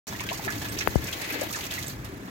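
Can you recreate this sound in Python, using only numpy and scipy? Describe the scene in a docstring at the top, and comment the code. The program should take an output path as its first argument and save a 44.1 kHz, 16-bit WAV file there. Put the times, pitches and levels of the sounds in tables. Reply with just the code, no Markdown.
"""A thin stream of rainwater falls from a roof into a plastic barrel, which drums under it.
Heard in a wet yard on a hand-held phone, in stereo. The stream breaks into spatters, splashes ring
the barrel, tiny bubbles ping and a few air pockets gulp; near the end the splashing thins out.
Right beside the left microphone, the duller of the two, the hand rubs and knocks twice."""
import sys
import numpy as np
from scipy import signal
from scipy.fft import rfft, irfft
from scipy.io import wavfile
from scipy.ndimage import map_coordinates

SR = 44100
rng = np.random.default_rng(int(sys.argv[2]) if len(sys.argv) > 2 else 0)


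def persist_wave(psi):
    """Save psi, clipped to +-1, as 16-bit WAV."""
    counts = np.round(np.clip(psi, -1, 1) * 32767).astype(np.int16)
    wavfile.write(sys.argv[1], SR, np.atleast_2d(counts).T)


N = 101429

# the barrel sounding under the stream: time_s, boom_db, drum_db
DRUMMING_LEVELS = [(.07, -43.5, -45), (.3, -41, -44.5), (.55, -41.5, -45), (.7, -39.5, -42.5),
                   (.9, -39.5, -41.5), (1.1, -42, -45.5), (1.27, -48.5, -48), (1.38, -45.5, -39.5),
                   (1.55, -45, -47.5), (1.76, -44.5, -46.5), (1.83, -44, -45.5), (2.02, -43.5, -47.5),
                   (2.15, -42.5, -45.5), (2.3, -49, -46.5)]
# its deep boom and its higher drumming: frequency_hz, gain_db
BOOM_SPECTRUM = [(25, -27), (45, -7.5), (60, -11), (80, -4), (112, -3), (150, -9.5), (195, -6.5),
                 (235, -16.5), (400, -47)]
DRUM_SPECTRUM = [(120, -29), (200, -5.5), (255, 0.5), (315, 5.5), (360, -4), (392, -0.5), (450, -7.5),
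                 (640, -15), (1000, -22), (2000, -71)]
# ringing modes of the barrel: pitch_hz, lift_db, t60_s
BARREL_MODES = [(658, 7, 0.12), (915, -7, .031), (1708, 9, 0.19), (1745, -11, 0.049), (1962, 1.5, 0.085),
                (2250, -40, 0.15), (2560, 3.5, 0.088), (2900, -31, 0.15), (3390, -2.5, 0.068),
                (4660, -7, 0.067), (5750, -4, 0.059), (6635, -2.5, 0.052)]
# strength of the stream's splashing: time_s, level_db
FLOW_LEVELS = [(.07, -39), (.4, -37.5), (.8, -37.5), (.93, -38.5), (1.08, -39.5), (1.4, -37), (1.49, -38.5),
               (1.6, -35), (1.78, -38), (1.88, -39), (1.97, -49.5), (2.3, -49.5)]
# patter of its small drops: frequency_hz, gain_db
STREAM_SPECTRUM = [(200, -7), (500, -7), (850, -0.5), (1250, 1), (1800, 1), (2500, -1.5), (3500, -4.5),
                   (5000, -2.5), (6700, -1), (9500, -11.5), (13000, -1.5), (16000, -3.5)]
# blobs bursting into droplets: start_s, level_db, slap_offset_db, fall_s
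SPATTER_HITS = [(0.069, -35.5, 0, 0.021), (.1634, -40.5, 2, 0.018), (0.204, -36, 8.5, .012),
                (.2648, -33.5, -1, .008), (.29, -36, 6, .008), (.309, -34.5, 2, 0.0087),
                (.328, -30.5, 3.5, 0.015), (.3444, -34, 2, .015), (.374, -36.5, 6.5, 0.014),
                (0.447, -29.5, 3.5, 0.0092), (0.503, -29.5, 2.5, 0.01), (0.522, -28, -3, 0.0073),
                (.564, -44, -2, .008), (0.5807, -30.5, -1.5, 0.0091), (0.595, -32, 1, 0.012),
                (0.6195, -31.5, 3, 0.0051), (.645, -34, -1, 0.011), (0.685, -40, 10.5, 0.0055),
                (0.728, -31, -0.5, 0.0084), (0.772, -33, -3, .012), (.786, -37, -1, .015),
                (0.81, -33.5, 8, 0.0087), (0.877, -21, -18, 0.0065), (0.893, -32, -3, .012),
                (0.948, -33, -12, .005), (0.953, -34, 6, 0.016), (1.04, -28.5, -1, 0.014),
                (1.07, -35.5, 8, 0.024), (1.1125, -31, 0, .008), (1.127, -31, 3, 0.014),
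                (1.1857, -29, -6, 0.0073), (1.216, -24.5, -2.5, 0.012), (1.243, -34.5, 6.5, 0.013),
                (1.262, -35, 1, .008), (1.3023, -26, -17, 0.0094), (1.323, -25.5, -3.5, 0.019),
                (1.411, -27, 4, 0.011), (1.431, -27, -14, 0.018), (1.506, -28.5, -2, 0.013),
                (1.5258, -24, -1.5, 0.015), (1.557, -33, 10.5, 0.015), (1.5883, -32.5, 2.5, 0.011),
                (1.608, -33, 4, 0.0094), (1.6397, -23.5, -5, 0.0059), (1.6654, -31, 8, 0.0053),
                (1.71, -30.5, -1, 0.025), (1.7378, -23, 3.5, 0.0042), (1.747, -25.5, -2, 0.01),
                (1.789, -29, 1.5, 0.013), (1.826, -30.5, 5.5, 0.012), (1.879, -29, -2.5, 0.028),
                (2.0457, -32.5, -5.5, 0.015)]
# their bright spray and the slap below it: frequency_hz, gain_db
SPRAY_SPECTRUM = [(3000, -12), (7000, -4), (9500, -1), (12500, 11.5), (16000, -2)]
SLAP_SPECTRUM = [(400, -2), (1200, -49), (2500, -17), (4500, 4.5), (6700, 8.5), (8500, 4.5), (14000, -22)]
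# the wet yard all around: frequency_hz, gain_db
YARD_SPECTRUM = [(30, 7), (100, -11), (400, 4.5), (700, 1.5), (1300, 3.5), (2200, 2), (4000, -15),
                 (7000, -8.5), (10000, -14.5), (13000, -19), (16000, -69)]
# the hand rubbing beside the left microphone: time_s, level_db
RUB_LEVELS = [(.07, -48), (.65, -45.5), (.78, -47), (.92, -47), (1.03, -38.5), (1.18, -37), (1.3, -35),
              (1.44, -31), (1.5, -46), (1.6, -41), (1.75, -45.5), (2.3, -61.5)]
# tone of that rubbing: frequency_hz, gain_db
RUB_SPECTRUM = [(30, -10), (80, -12), (300, -4), (600, 4.5), (1000, -1.5), (1400, -5.5), (2100, 6.5),
                (3000, -3.5), (4500, -5), (8000, -31), (16000, -48)]
# heavier splashes in the barrel: start_s, level_db, centre_hz, half_width_octaves, fall_s
SPLASH_HITS = [(0.077, -33, 6260, 0.62, 0.017), (0.121, -37.5, 1060, 1.3, 0.028),
               (0.195, -32.5, 2340, 0.51, 0.029), (0.2881, -22, 2650, 0.8, 0.0059),
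               (0.298, -32.5, 2370, 0.83, 0.021), (0.394, -33.5, 870, 0.4, 0.0086),
               (0.448, -32, 2400, 0.37, 0.0077), (0.4772, -23.5, 1630, 0.54, 0.016),
               (0.522, -31.5, 1760, 2.7, 0.011), (0.616, -34.5, 1210, 3.2, 0.035),
               (0.645, -36, 1920, 1.6, 0.024), (.686, -39, 8300, 0.11, 0.021),
               (0.769, -35.5, 2500, 0.7, 0.034), (0.787, -26, 5650, 0.55, 0.018),
               (0.807, -26, 2020, 0.77, 0.016), (1.076, -35, 2480, 0.33, 0.024),
               (1.1262, -26.5, 3200, 0.41, 0.0091), (1.213, -37, 2100, 0.92, 0.16),
               (1.301, -28, 2440, 0.21, 0.0064), (1.415, -48, 5500, 0.49, 0.013),
               (1.528, -35.5, 6360, 1.2, 0.026), (1.529, -44, 2570, .4, 0.044),
               (1.606, -38, 3000, 0.46, .014), (1.632, -36.5, 3200, 0.48, 0.017),
               (1.709, -27, 3150, 0.67, 0.0058), (1.72, -33, 2450, 1.2, 0.034),
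               (1.777, -30.5, 2020, 0.17, 0.015), (1.823, -36, 3360, 0.36, 0.0098),
               (1.862, -34.5, 7740, 0.26, 0.022), (1.896, -41, 4250, 0.19, 0.02),
               (2.043, -41, 1400, 2.4, 0.035), (2.274, -43.5, 1160, 1.5, 0.026)]
# air trapped in the water: start_s, level_db, pitch_hz, glide_octaves_per_s, fall_s
AIR_POCKETS = [(.203, -33, 950, 10, 0.013), (0.308, -32, 620, 13, 0.018), (0.3149, -24.5, 865, 14, 0.0072),
               (0.452, -34, 370, 2, 0.016), (0.472, -32, 592, 49.5, 0.013), (1.412, -26, 516.5, 6.5, 0.012),
               (1.424, -32.5, 703, 10.5, 0.014), (1.471, -30, 312.5, 18, 0.0045),
               (1.502, -36, 1153, 5.5, 0.017), (1.545, -27, 1800, -7.5, 0.013),
               (1.558, -34.5, 1328, -19.5, 0.014), (1.592, -29, 717, 32, 0.0055)]
# slugs of water beating on the barrel: start_s, level_db, pitch_hz, fall_s
HEAVY_BEATS = [(0.573, -29, 310, 0.019), (0.681, -28.5, 286, 0.019), (1.81, -25, 115.4, 0.018),
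               (1.869, -31.5, 135, 0.023), (1.925, -29.5, 115, 0.027), (1.955, -32.5, 55, 0.052),
               (1.988, -30, 131.5, 0.024), (2.038, -31, 109, 0.011), (2.215, -38.5, 257.6, 0.077),
               (2.238, -36, 186, 0.037)]
# the hand knocking the phone: start_s, click_db, first_hz, last_hz, pitch_drop_s, fall_s,
# lowpass_hz, thud_db, thud_hz, thud_fall_s
HAND_KNOCKS = [(0.8742, 1, 2820, 346, 0.00043, 0.0014, 4200, -18, 78, 0.015),
               (0.9566, -2, 1220, 125, 0.00067, 0.0047, 960, -10, 72.4, 0.0176)]
# dull response of the left microphone: frequency_hz, gain_db
LEFT_MIC_RESPONSE = [(30, -0.5), (600, 3.5), (2200, -3.5), (4000, 2), (6500, -9.5), (7800, -21.5),
                     (9200, -27), (11000, -16), (13000, -16), (16000, -16)]

PINGS_PER_S, PING_LOW_HZ, PING_HIGH_HZ, PING_DECAY_CYCLES = 300, 1502, 15420, 15.4
PING_DB, PING_SCATTER_DB, PING_TILT_DB_PER_OCTAVE, PING_GLIDE = -6.5, 2, -1.5, 0.036
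TICK_DB, SPRAY_DB, SLAP_DB = -6.5, -6.5, -5.5
YARD_DB = -47
FROTH_DEPTH, FROTH_PER_S, GULP_RIGHT_DB = .65, 440, -3.5
LEFT_LAG_S, SOUND_START_S, LOW_CUT_HZ, HIGH_CUT_HZ = .00029, .069, 36, 16150


def undb(db):
    """Decibels to gain."""
    return 10 ** (np.asarray(db) / 20)


def unit(x):
    """Scale to rms 1."""
    return x / np.sqrt(np.mean(x ** 2) + 1e-20)


def curve(rows, column=1):
    """Gain over time from a column of dB."""
    rows = np.array(rows)
    return undb(np.interp(np.arange(N) / SR, rows[:, 0], rows[:, column]))


def octaves():
    """Octave position of each spectral bin."""
    return np.log2(np.maximum(np.arange(N + 1) * SR / (2 * N), 1))


def colour(x, points):
    """Filter by a spectrum of (Hz, dB) points."""
    hz, db = np.array(points).T
    gain = undb(np.interp(octaves(), np.log2(hz), db))
    return irfft(rfft(x, 2 * N) * gain)[..., :N]


def pair(x, likeness):
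    """Left and right from three unrelated signals, the third reaching both microphones."""
    return np.sqrt(1 - likeness) * x[:2] + np.sqrt(likeness) * x[2]


def drops(per_s, scatter_db, likeness):
    """Stereo clicks of many drops of uneven size."""
    hit = rng.random((3, N)) < per_s / SR
    size = undb(scatter_db * np.minimum(rng.exponential(size=(3, N)), 5))
    return unit(pair(hit * size * rng.standard_normal((3, N)), likeness))


def wander(per_s):
    """A smooth random wavering with rms 1."""
    return unit(map_coordinates(rng.standard_normal(4096), [np.arange(N) / SR * per_s], mode="wrap"))


def since(start):
    """Seconds since a moment, 0 before it."""
    return np.maximum(np.arange(N) / SR - start, 0)


def burst(start, rise_s, fall_s):
    """Quick attack, exponential release."""
    age = since(start)
    return (1 - np.exp(-age / rise_s)) * np.exp(-age / fall_s)


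def drumming():
    """Falling water beats on the barrel, which booms almost alike at both microphones."""
    boom = unit(colour(drops(per_s=1500, scatter_db=2.5, likeness=0.97), BOOM_SPECTRUM))
    drum = unit(colour(drops(per_s=900, scatter_db=0.5, likeness=1.0), DRUM_SPECTRUM))
    return boom * curve(DRUMMING_LEVELS, column=1) + drum * curve(DRUMMING_LEVELS, column=2)


def barrel(x):
    """Add the ringing of the barrel; each mode meets each microphone at its own phase."""
    t = np.arange(SR // 4) / SR
    ring = np.zeros((2, len(t)))
    for hz, db, t60 in BARREL_MODES:
        decay = np.log(1000) / t60
        phase = 2 * np.pi * hz * t + rng.uniform(-1.1, 1, (2, 1))
        ring += 2 * undb(db) * decay / SR * np.exp(-decay * t) * np.cos(phase)
    return x + signal.fftconvolve(x, ring, axes=1)[:, :N]


def stream():
    """Dense small drops, wide in the stereo image, flutter as the stream breaks up."""
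    patter = drops(per_s=7000, scatter_db=2.0, likeness=0.15)
    flutter = undb(2.8 * wander(per_s=90))
    return unit(barrel(colour(patter * flutter, STREAM_SPECTRUM))) * curve(FLOW_LEVELS)


def pings():
    """Tiny bubbles ring briefly to left and right, as loud as the stream is strong."""
    out, age = np.zeros((2, N + 4096)), np.arange(4096) / SR
    for when, pitch, size, side, lag in rng.random((int(PINGS_PER_S * N / SR), 5)):
        hz = PING_LOW_HZ * (PING_HIGH_HZ / PING_LOW_HZ) ** pitch
        life = age * hz / PING_DECAY_CYCLES
        db = -PING_SCATTER_DB * np.log(size + 0.1) + PING_TILT_DB_PER_OCTAVE * np.log2(hz / PING_LOW_HZ)
        cycles = hz * age * (1 + PING_GLIDE * np.minimum(life, 2) / 2)
        tone = np.sin(2 * np.pi * (cycles + np.array([[0], [lag]])))
        pan = np.sqrt([[.5 + side], [1.5 - side]])
        start = int(when * N)
        out[:, start:start + len(age)] += undb(db) * pan * np.exp(-life) * tone
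    return unit(barrel(out[:, :N])) * undb(PING_DB) * curve(FLOW_LEVELS)


def spatters():
    """Each blob lands with a tick, bursts into bright spray and rings the barrel with its slap."""
    spray_power, slap_power = 0, 0
    for start, db, slap_offset_db, fall in SPATTER_HITS:
        tick = undb(TICK_DB) * burst(start, rise_s=0.0001, fall_s=0.001)
        power = (undb(db) * (tick + burst(start, rise_s=0.00073, fall_s=fall))) ** 2
        spray_power += power
        slap_power += power * undb(slap_offset_db) ** 2
    spray = unit(colour(drops(per_s=4000, scatter_db=3, likeness=0.24), SPRAY_SPECTRUM))
    slap = unit(colour(drops(per_s=7600, scatter_db=-0.5, likeness=0.45), SLAP_SPECTRUM))
    ringing_slap = barrel(undb(SLAP_DB) * slap * np.sqrt(slap_power))
    return undb(SPRAY_DB) * spray * np.sqrt(spray_power) + ringing_slap


def yard():
    """The wet yard lies behind the water as a faint, steady wash."""
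    wash = pair(rng.standard_normal((3, N)), likeness=0.33)
    return undb(YARD_DB) * unit(colour(wash, YARD_SPECTRUM))


def rubbing():
    """The hand rubs lightly and unevenly on the phone."""
    friction = unit(colour(rng.standard_normal(N), RUB_SPECTRUM))
    return friction * curve(RUB_LEVELS) * undb(1.8 * wander(per_s=45.08))


def splashes():
    """Heavier blobs splash, each in a band of its own, and ring the barrel."""
    spectrum = rfft(drops(per_s=9900, scatter_db=3.0, likeness=0.25), 2 * N)
    out = 0
    for start, db, hz, half_width, fall in SPLASH_HITS:
        band = 1 / (1 + ((octaves() - np.log2(hz)) / half_width) ** 2) ** 2.08
        splash = unit(irfft(spectrum * band)[:, :N])
        out += undb(db) * burst(start, rise_s=0.0012, fall_s=fall) * splash
    return barrel(out)


def gulps():
    """Trapped air rings briefly, mostly rising in pitch; the froth around it makes it rough."""
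    out = 0
    for start, db, hz, glide, fall in AIR_POCKETS:
        pitch = hz * 2 ** (glide * np.minimum(since(start), .04))
        froth = np.array([wander(FROTH_PER_S) + 1j * wander(FROTH_PER_S) for _ in range(2)])
        tone = np.exp(2j * np.pi * np.cumsum(pitch) / SR) * (1 + FROTH_DEPTH * froth)
        out += undb(db) * burst(start, rise_s=0.0034, fall_s=fall) * np.sqrt(2) * unit(tone.imag)
    return out * undb([[0], [GULP_RIGHT_DB]])


def beats():
    """A heavier slug of water sets the barrel throbbing for a few cycles."""
    out = 0
    for start, db, hz, fall in HEAVY_BEATS:
        throb = np.sin(2 * np.pi * hz * since(start))
        out += undb(db) * burst(start, rise_s=0.0063, fall_s=fall) * throb
    return out


def knocks():
    """The hand knocks the phone twice, each time a click that drops into a thud."""
    out = 0
    for start, db, first_hz, last_hz, drop, fall, lowpass_hz, thud_db, thud_hz, thud_fall in HAND_KNOCKS:
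        age = since(start)
        cycles = last_hz * age + (first_hz - last_hz) * drop * (1 - np.exp(-age / drop))
        click = undb(db) * burst(start, rise_s=0.00014, fall_s=fall) * np.sin(2 * np.pi * cycles)
        out += signal.sosfilt(signal.butter(3, lowpass_hz, fs=SR, output="sos"), click)
        thud = np.sin(2 * np.pi * thud_hz * age)
        out += undb(thud_db) * burst(start, rise_s=0.0058, fall_s=thud_fall) * thud
    return out


def scene():
    """Water and yard reach both microphones, the left later and duller; only the left hears the hand."""
    left, right = yard() + drumming() + stream() + pings() + spatters() + splashes() + gulps() + beats()
    left = colour(np.roll(left, round(LEFT_LAG_S * SR)), LEFT_MIC_RESPONSE)
    return np.array([left + rubbing() + knocks(), right])


def record(dry):
    """The sound starts abruptly after a brief silence; the phone cuts the deepest bass and the top."""
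    fade_in = np.minimum(since(SOUND_START_S) / .001, 1)
    low_cut = signal.butter(3, LOW_CUT_HZ, "high", fs=SR, output="sos")
    high_cut = signal.ellip(10, .2, 75, HIGH_CUT_HZ, fs=SR, output="sos")
    return signal.sosfilt(high_cut, signal.sosfilt(low_cut, dry * fade_in))


dry = scene()
out = record(dry)
persist_wave(out)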